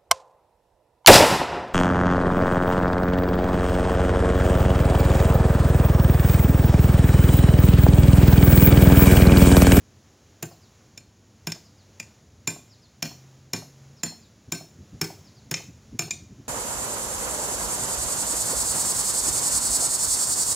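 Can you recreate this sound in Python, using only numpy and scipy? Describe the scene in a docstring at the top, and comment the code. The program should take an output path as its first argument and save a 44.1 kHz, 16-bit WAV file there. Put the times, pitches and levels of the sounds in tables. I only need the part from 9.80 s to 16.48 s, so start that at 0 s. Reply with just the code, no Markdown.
"""A small hammer drives a wedge into the head of an axe whose handle stands in a vise, in a back yard.
From the start leaf hiss (shaped noise), an uneven rumble and two-note calls of a bird (sliding sines) lie behind.
Lighter blows come first, then firm ones: noise cracks, damped modes ring the steel and thump the handle, light
taps and rebounds only clink, and walls answer. A distant drone (wavering sines) swells twice early on;
later dull bumps (swells of low noise) join the growing rumble and end in a flurry."""
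import sys
import numpy as np
from scipy import signal
from scipy.fft import rfft, irfft, next_fast_len
from scipy.io import wavfile
from scipy.ndimage import uniform_filter1d, minimum_filter1d, map_coordinates

SR = 44100
rng = np.random.default_rng(int(sys.argv[2]) if len(sys.argv) > 2 else 0)


def dump_mix(stems):
    """Bounce the given channels to the path in sys.argv[1] as a 16-bit WAV at rate SR."""
    frames = np.atleast_2d(stems).T  # one column per channel
    limited = np.clip(frames, -1, 1)  # hard clip at full scale
    pcm = np.round(limited * 32767).astype(np.int16)
    wavfile.write(sys.argv[1], SR, pcm)


N = 294588


def amp(db):
    """Decibels to gain."""
    return 10 ** (np.asarray(db) / 20)


def unit(x):
    """Scale x to rms 1."""
    return x / np.sqrt(np.mean(x ** 2) + 1e-20)


def along(points, hz):
    """Read (frequency, value) points on a log frequency axis."""
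    f, v = np.transpose(points)
    return np.interp(np.log(hz + 1), np.log(f + 1), v)


def wobble(rate):
    """A smooth random curve with rate knots a second."""
    knots = rng.standard_normal(int(N * rate / SR) + 4)
    return map_coordinates(knots, [np.arange(N) * rate / SR])


def filtered(x, response):
    """Multiply the spectrum of x by a response of frequency."""
    n = x.shape[-1]
    padded = next_fast_len(n + SR // 8)
    hz = np.fft.rfftfreq(padded, 1 / SR)
    return irfft(rfft(x, padded) * response(hz), padded)[..., :n]


def noise(spectrum, size):
    """Noise coloured by a spectrum, at rms 1."""
    return unit(filtered(rng.standard_normal(size), lambda hz: amp(along(spectrum, hz))))


def add(track, s, sound):
    """Mix a sound into the track at time s."""
    part = track[max(round(s * SR), 0):][:len(sound)]
    part += sound[:len(part)]


def fade(t, t60, rise):
    """An envelope that starts at t = 0, swells and dies away."""
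    t = np.maximum(t, 0)
    decay = np.exp(-np.log(1000) * t / t60)
    return decay * (1 - np.exp(-t / rise))


def ring(modes, t, rise):
    """Damped sine modes; each blow lands elsewhere and shares its energy anew."""
    scatter_db = 2.5
    gains = amp([db for _, db, _ in modes] + scatter_db * rng.standard_normal(len(modes)))
    gains = gains / np.linalg.norm(gains)
    total = np.zeros(len(t))
    for gain, (hz, _, t60) in zip(gains, modes):
        tone = np.sin(2 * np.pi * (hz * t + rng.random()))  # random phase
        total += gain * tone * fade(t, t60, rise)
    return total


def yard(x, wet_db, wall_db, wall_s):
    """Scatter from clutter, a noise tail dying at its own rate in each band, and a slap off the near wall."""
    # reverberation time of the yard: (frequency [Hz], t60 [s])
    tail_t60 = [(150, 0.41), (600, 0.3541), (2500, 0.3456), (7000, 0.42), (10000, 0.4), (15000, 0.43)]
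    # colour of the whole answer: (frequency [Hz], level [dB])
    colour = [(150, 0.3), (500, 2), (1200, -3), (2500, -1.3), (5000, -2.5), (7000, -2.5), (15000, -4.5)]
    hz, frames, bands = signal.stft(rng.standard_normal(SR // 2), SR, nperseg=256)
    decay = np.exp(-np.log(1000) * frames / along(tail_t60, hz)[:, None])
    tail = signal.istft(bands * decay, SR, nperseg=256)[1]
    t = np.arange(len(tail)) / SR
    tail = tail * np.clip((t - .004) / 0.0057, 0, 1)  # a short gap before the scatter
    slap = rng.standard_normal(len(t)) * fade(t - wall_s, t60=0.039, rise=0.0014)
    answer = amp(wet_db) * tail / np.linalg.norm(tail)
    answer += amp(wall_db) * slap / np.linalg.norm(slap)
    coloured = filtered(answer, lambda f: amp(along(colour, f)))
    return signal.fftconvolve(x, coloured)[:len(x)]


def hammering():
    """The face scrapes onto the wedge, cracks against it and sets steel and handle ringing."""
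    # hammer contacts, levels relative within each part: (time [s], crack level [dB], handle thump level [dB],
    # wedge ring level [dB], hammer head ring level [dB], axe cheek ring level [dB], axe blade ring level [dB])
    blows = [(0.627, -32, -31.5, -65, -41, -54, -68), (1.1762, -42, -56, -48.5, -52, -51.5, -71),
             (1.671, -28, -30, -33.5, -37, -34, -72), (1.7199, -29.5, -47, -34, -66, -47, -66),
             (2.1997, -34.5, -49.5, -60, -45, -37.5, -76), (2.6745, -21, -27, -30, -22, -22.5, -76),
             (3.2255, -21, -29.5, -27.5, -45, -29.5, -49.5), (3.7338, -22, -25.5, -27, -31, -28, -54.5),
             (4.2337, -24, -29, -30.5, -22.5, -39, -44.5), (4.7213, -23, -27.5, -30, -26.5, -33, -50.5),
             (5.2141, -19, -24, -23.5, -33, -31, -56), (5.7131, -24.5, -27, -32.5, -37, -42, -53),
             (5.741, -21, -59, -25.5, -36, -29.5, -56), (6.192, -21, -27, -27, -21, -23.5, -52.5),
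             (6.3084, -27, -50, -42, -27.5, -26.5, -64)]
    # modes of the struck parts and a thin steel overtone: (frequency [Hz], relative level [dB], t60 [s])
    hammer_modes = [(6524, 8, 0.017), (6965, 6, 0.024), (7155, 5.5, 0.081), (13935, -21, .07)]
    wedge_modes = [(5380, 11.5, 0.045), (5340, -12, 0.19), (11200, -17, 0.1)]
    blade_modes = [(4277, 5, 0.29), (5368, -8, 0.45)]
    handle_modes = [(109.8, -10.5, 0.14), (160.7, 0.5, 0.12), (219.5, -4, 0.068), (262.7, -7, 0.062),
                    (335, -3.5, 0.073), (395, -8, 0.067), (523, -23, 0.12), (680, -12, 0.062),
                    (896, -21.5, 0.11)]
    eye_modes = [(1548, -5.5, 0.14), (1612, 0.5, 0.048), (1760, -9, 0.085)]
    cheek_modes = [(2194, 1, 0.023), (2490, -10, 0.083), (2400, 7, 0.055), (3430, -24.5, 0.085),
                   (4900, -4, 0.039)]
    overtone_mode = [(8686, 0, .24)]
    # spectra of crack, its top, wood crunch and loose rattle: (frequency [Hz], relative level [dB per Hz])
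    crack_spectrum = [(60, -18), (250, -4), (700, -5.5), (1350, -10), (2100, 2.5), (2600, 2.5),
                      (3000, -7.5), (3700, 1.5), (4300, -3.5), (4800, 0), (5800, 1), (7000, 7.5),
                      (7900, -7), (10000, -33)]
    sizzle_spectrum = [(5000, -37), (8000, -2.5), (10800, 2.5), (12500, 6.5), (13400, -10), (15400, 9),
                       (16000, -29), (17000, 1)]
    wood_spectrum = [(60, -17), (200, -0.5), (480, -2), (750, -0.5), (1300, -3.5), (1900, -6), (3500, -9.5),
                     (8000, -39)]
    rattle_spectrum = [(100, -15), (400, -7), (700, 6.5), (950, -2), (1500, -15), (4000, -67)]
    # spread of the highest treble between the channels: (frequency [Hz], side level [dB])
    width = [(2500, -73), (4400, -50), (7000, -40), (9000, -11), (15000, -10)]
    blade_hold_s = 0.17  # the blade sings this long, then dies quickly
    lead_s = .006  # room for the scrape ahead of the contact
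    track = np.zeros(N)
    t = np.arange(SR * 3 // 5) / SR - lead_s
    for s, crack_db, thump_db, wedge_db, hammer_db, cheek_db, blade_db in blows:
        # the firmer the blow (thump over crack), the brighter its crack
        bright_db = 6.5 + 0.7 * (thump_db - crack_db)
        # the overtone is driven partly by the crack, partly by the hammer's ring
        overtone_db = crack_db - 16.5 + 0.52 * (hammer_db - crack_db)

        scrape = amp(-15) * fade(t + 0.0028, t60=0.03, rise=0.00077) * (t < 0)  # the face's first touch
        contact = scrape + fade(t, t60=0.023, rise=0.00048)
        snap = scrape + fade(t, t60=0.023, rise=0.00021)  # the top rises faster
        crack = amp(crack_db + 9.5) * contact * noise(crack_spectrum, len(t))
        crack += amp(crack_db + bright_db) * snap * noise(sizzle_spectrum, len(t))

        # the axe's eye follows the thump, so it rings more under a firm blow
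        steel = amp(thump_db - 0.5) * ring(eye_modes, t, rise=0.0026)
        steel += amp(cheek_db + 11) * ring(cheek_modes, t, rise=0.0016)
        steel += amp(wedge_db + 13.0) * ring(wedge_modes, t, rise=0.0005)
        steel += amp(hammer_db + 14.0) * ring(hammer_modes, t, rise=0.00011)

        # the blade takes up its ring slowly
        blade = amp(blade_db + 20) * ring(blade_modes, t, rise=0.056)
        singing = blade / (1 + (np.abs(t) / blade_hold_s) ** 6)
        singing += amp(overtone_db) * ring(overtone_mode, t, rise=0.0018)

        # a firm blow sinks the wedge: the wood crunches and the handle bounces in the vise
        wood = amp(thump_db + 10.5) * ring(handle_modes, t - .001, rise=0.0032)
        crunch = noise(wood_spectrum, len(t)) * fade(t, t60=0.062, rise=0.00052)
        wood += amp(thump_db + 1.5) * crunch
        # something loose on the bench is jolted up and lands again
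        rattle = noise(rattle_spectrum, len(t)) * fade(t - .086, t60=0.05, rise=0.002)
        wood += amp(thump_db - 12) * rattle

        # the steel's ring reaches the yard weaker than the crack does
        sent = crack + wood + amp(-5.5) * steel
        answer = yard(sent, wet_db=-10.0, wall_db=-15.5, wall_s=0.02545)
        add(track, s - lead_s, crack + steel + singing + wood + answer)
    # a quarter-cycle shift makes the side signal, opposite in the two channels
    side = filtered(track, lambda hz: 1j * amp(along(width, hz)))
    return np.array([track + side, track - side])


def bird():
    """Pairs of faint, quavering whistles that hang, then slide down, blurred by distance."""
    # two-note calls: (time [s], gap to the second note [s], level [dB])
    calls = [(0.69, 0.12, -58.5), (1.834, 0.135, -59.5), (2.893, 0.12, -56), (4.16, 0.244, -57),
             (5.44, 0.11, -57)]
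    track = np.zeros(N)
    note_s, fall = 0.06, 0.37  # length, share of the pitch lost
    u = np.linspace(0, 1, int(note_s * SR))
    swell = np.abs(np.sin(np.pi * u)) ** 0.63
    for s, gap, db in calls:
        # the second note is lower and softer
        for start, hz, note_db in [(s, 5700, db), (s + gap, 5300, db - 2.5)]:
            quaver = np.interp(u, np.linspace(0, 1, 24), rng.standard_normal(24))
            pitch = hz * (1 - fall * u ** 1.4 + 0.018 * quaver)
            whistle = np.sin(2 * np.pi * np.cumsum(pitch) / SR)
            add(track, start, amp(note_db) * swell * whistle)
    return track + yard(track, wet_db=-1, wall_db=-10, wall_s=0.015)


def bumps():
    """Soft, dull swells of low noise: single ones first, then an uneven flurry."""
    # single bumps, level before a common trim: (time [s], level [dB], length [s])
    singles = [(4.689, -44, 0.019), (5.002, -47, 0.081), (5.149, -43, 0.046), (5.896, -43.5, 0.019),
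               (6.146, -39.5, 0.034)]
    # relative spectrum: (frequency [Hz], level [dB per Hz])
    dull = [(25, -30), (60, 2), (90, 9.5), (220, 3.5), (380, -6), (600, -30), (1500, -48), (4000, -90)]
    track = np.zeros(N)
    flurry_s, spacing_s = 6.35, 0.083
    flurry = []
    for k, (shift, loud) in enumerate(rng.standard_normal(size=(4, 2))):
        flurry.append((flurry_s + spacing_s * (k + 0.12 * shift), -46.5 + 1.5 * loud, 0.04))
    for s, db, length in [*singles, *flurry]:
        swell = np.hanning(int(2 * length * SR))  # peaks at time s
        add(track, s - length, amp(db - 2) * unit(swell * noise(dull, len(swell))))
    return track


def drone():
    """A distant hum, a sine of wavering pitch and level, that swells, holds and fades."""
    # swells: (start [s], length [s], mean frequency [Hz], mean level [dB])
    swells = [(0.4, 1.9, 99.6, -60), (3.137, 1.125, 135.2, -51)]
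    track = np.zeros(N)
    fade_s = 0.13
    for s, length, hz, db in swells:
        t = np.arange(N) / SR - s
        swell = np.clip(np.minimum(t, length - t) / fade_s, 0, 1)
        level = amp(db + 2.2 * wobble(3.9))
        pitch = hz + 3.36 * wobble(19)
        track += swell * level * np.sin(2 * np.pi * np.cumsum(pitch) / SR)
    return track


def outdoors():
    """Steady leaf hiss and an uneven rumble that grows towards the end, both of shaped noise."""
    # course of the rumble, before a common trim: (time [s], level [dB])
    rumble_course = [(0.0, -54), (0.39, -58.5), (3.16, -54.5), (3.85, -58), (4.33, -55.5), (6.68, -49)]
    # relative spectra of hiss and rumble: (frequency [Hz], level [dB per Hz])
    hiss_spectrum = [(150, -14), (310, 2.5), (500, -2), (1000, -8), (2000, -11.5), (3200, -13),
                     (4800, -12.5), (6000, -9.5), (7000, -8), (8000, -26.5), (11000, -23), (13500, -31),
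                     (15500, -26)]
    rumble_spectrum = [(13, -61), (22, -27), (32, -59), (48, -7.5), (87, 3.5), (135, 2.5), (157, -5),
                       (222, -0.5), (360, -21.5), (600, -22), (780, -33), (1320, -120)]
    times, levels = np.transpose(rumble_course)
    rumble_db = np.interp(np.arange(N) / SR, times, levels) - 1
    hiss = amp(-60 + 1.2 * wobble(4.01)) * noise(hiss_spectrum, N)
    rumble = amp(rumble_db + 1.5 * wobble(13)) * noise(rumble_spectrum, N)
    return hiss + rumble


def limited(x, threshold_db, slope, ahead_s, hold_s, release_s):
    """A look-ahead limiter: the gain sinks just before a peak, holds, then recovers."""
    peak_db = 20 * np.log10(np.abs(x).max(axis=0) + 1e-9)  # the louder channel steers both
    over = np.maximum(peak_db - threshold_db, 0)
    ahead, hold = int(ahead_s * SR), int(hold_s * SR)
    # widen each peak to cover look-ahead and hold
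    cut = np.roll(-minimum_filter1d(-over, ahead + hold), (hold - ahead) // 2)
    # let the cut die away exponentially
    age = np.arange(N) / (release_s * SR)
    cut = np.exp(np.maximum.accumulate(np.log(cut + 1e-9) + age) - age)
    return x * amp(-slope * uniform_filter1d(cut, ahead))


def scene():
    """The blows over the yard's background."""
    return hammering() + bird() + bumps() + drone() + outdoors()


def record(dry):
    """A limiter ducks loud peaks, then a steep low-pass removes the highest treble."""
    ducked = limited(dry, threshold_db=-18.5, slope=0.46, ahead_s=0.0093, hold_s=0.0061, release_s=0.011)
    return filtered(ducked, lambda hz: hz < 16300)


dry = scene()
out = record(dry)
dump_mix(out)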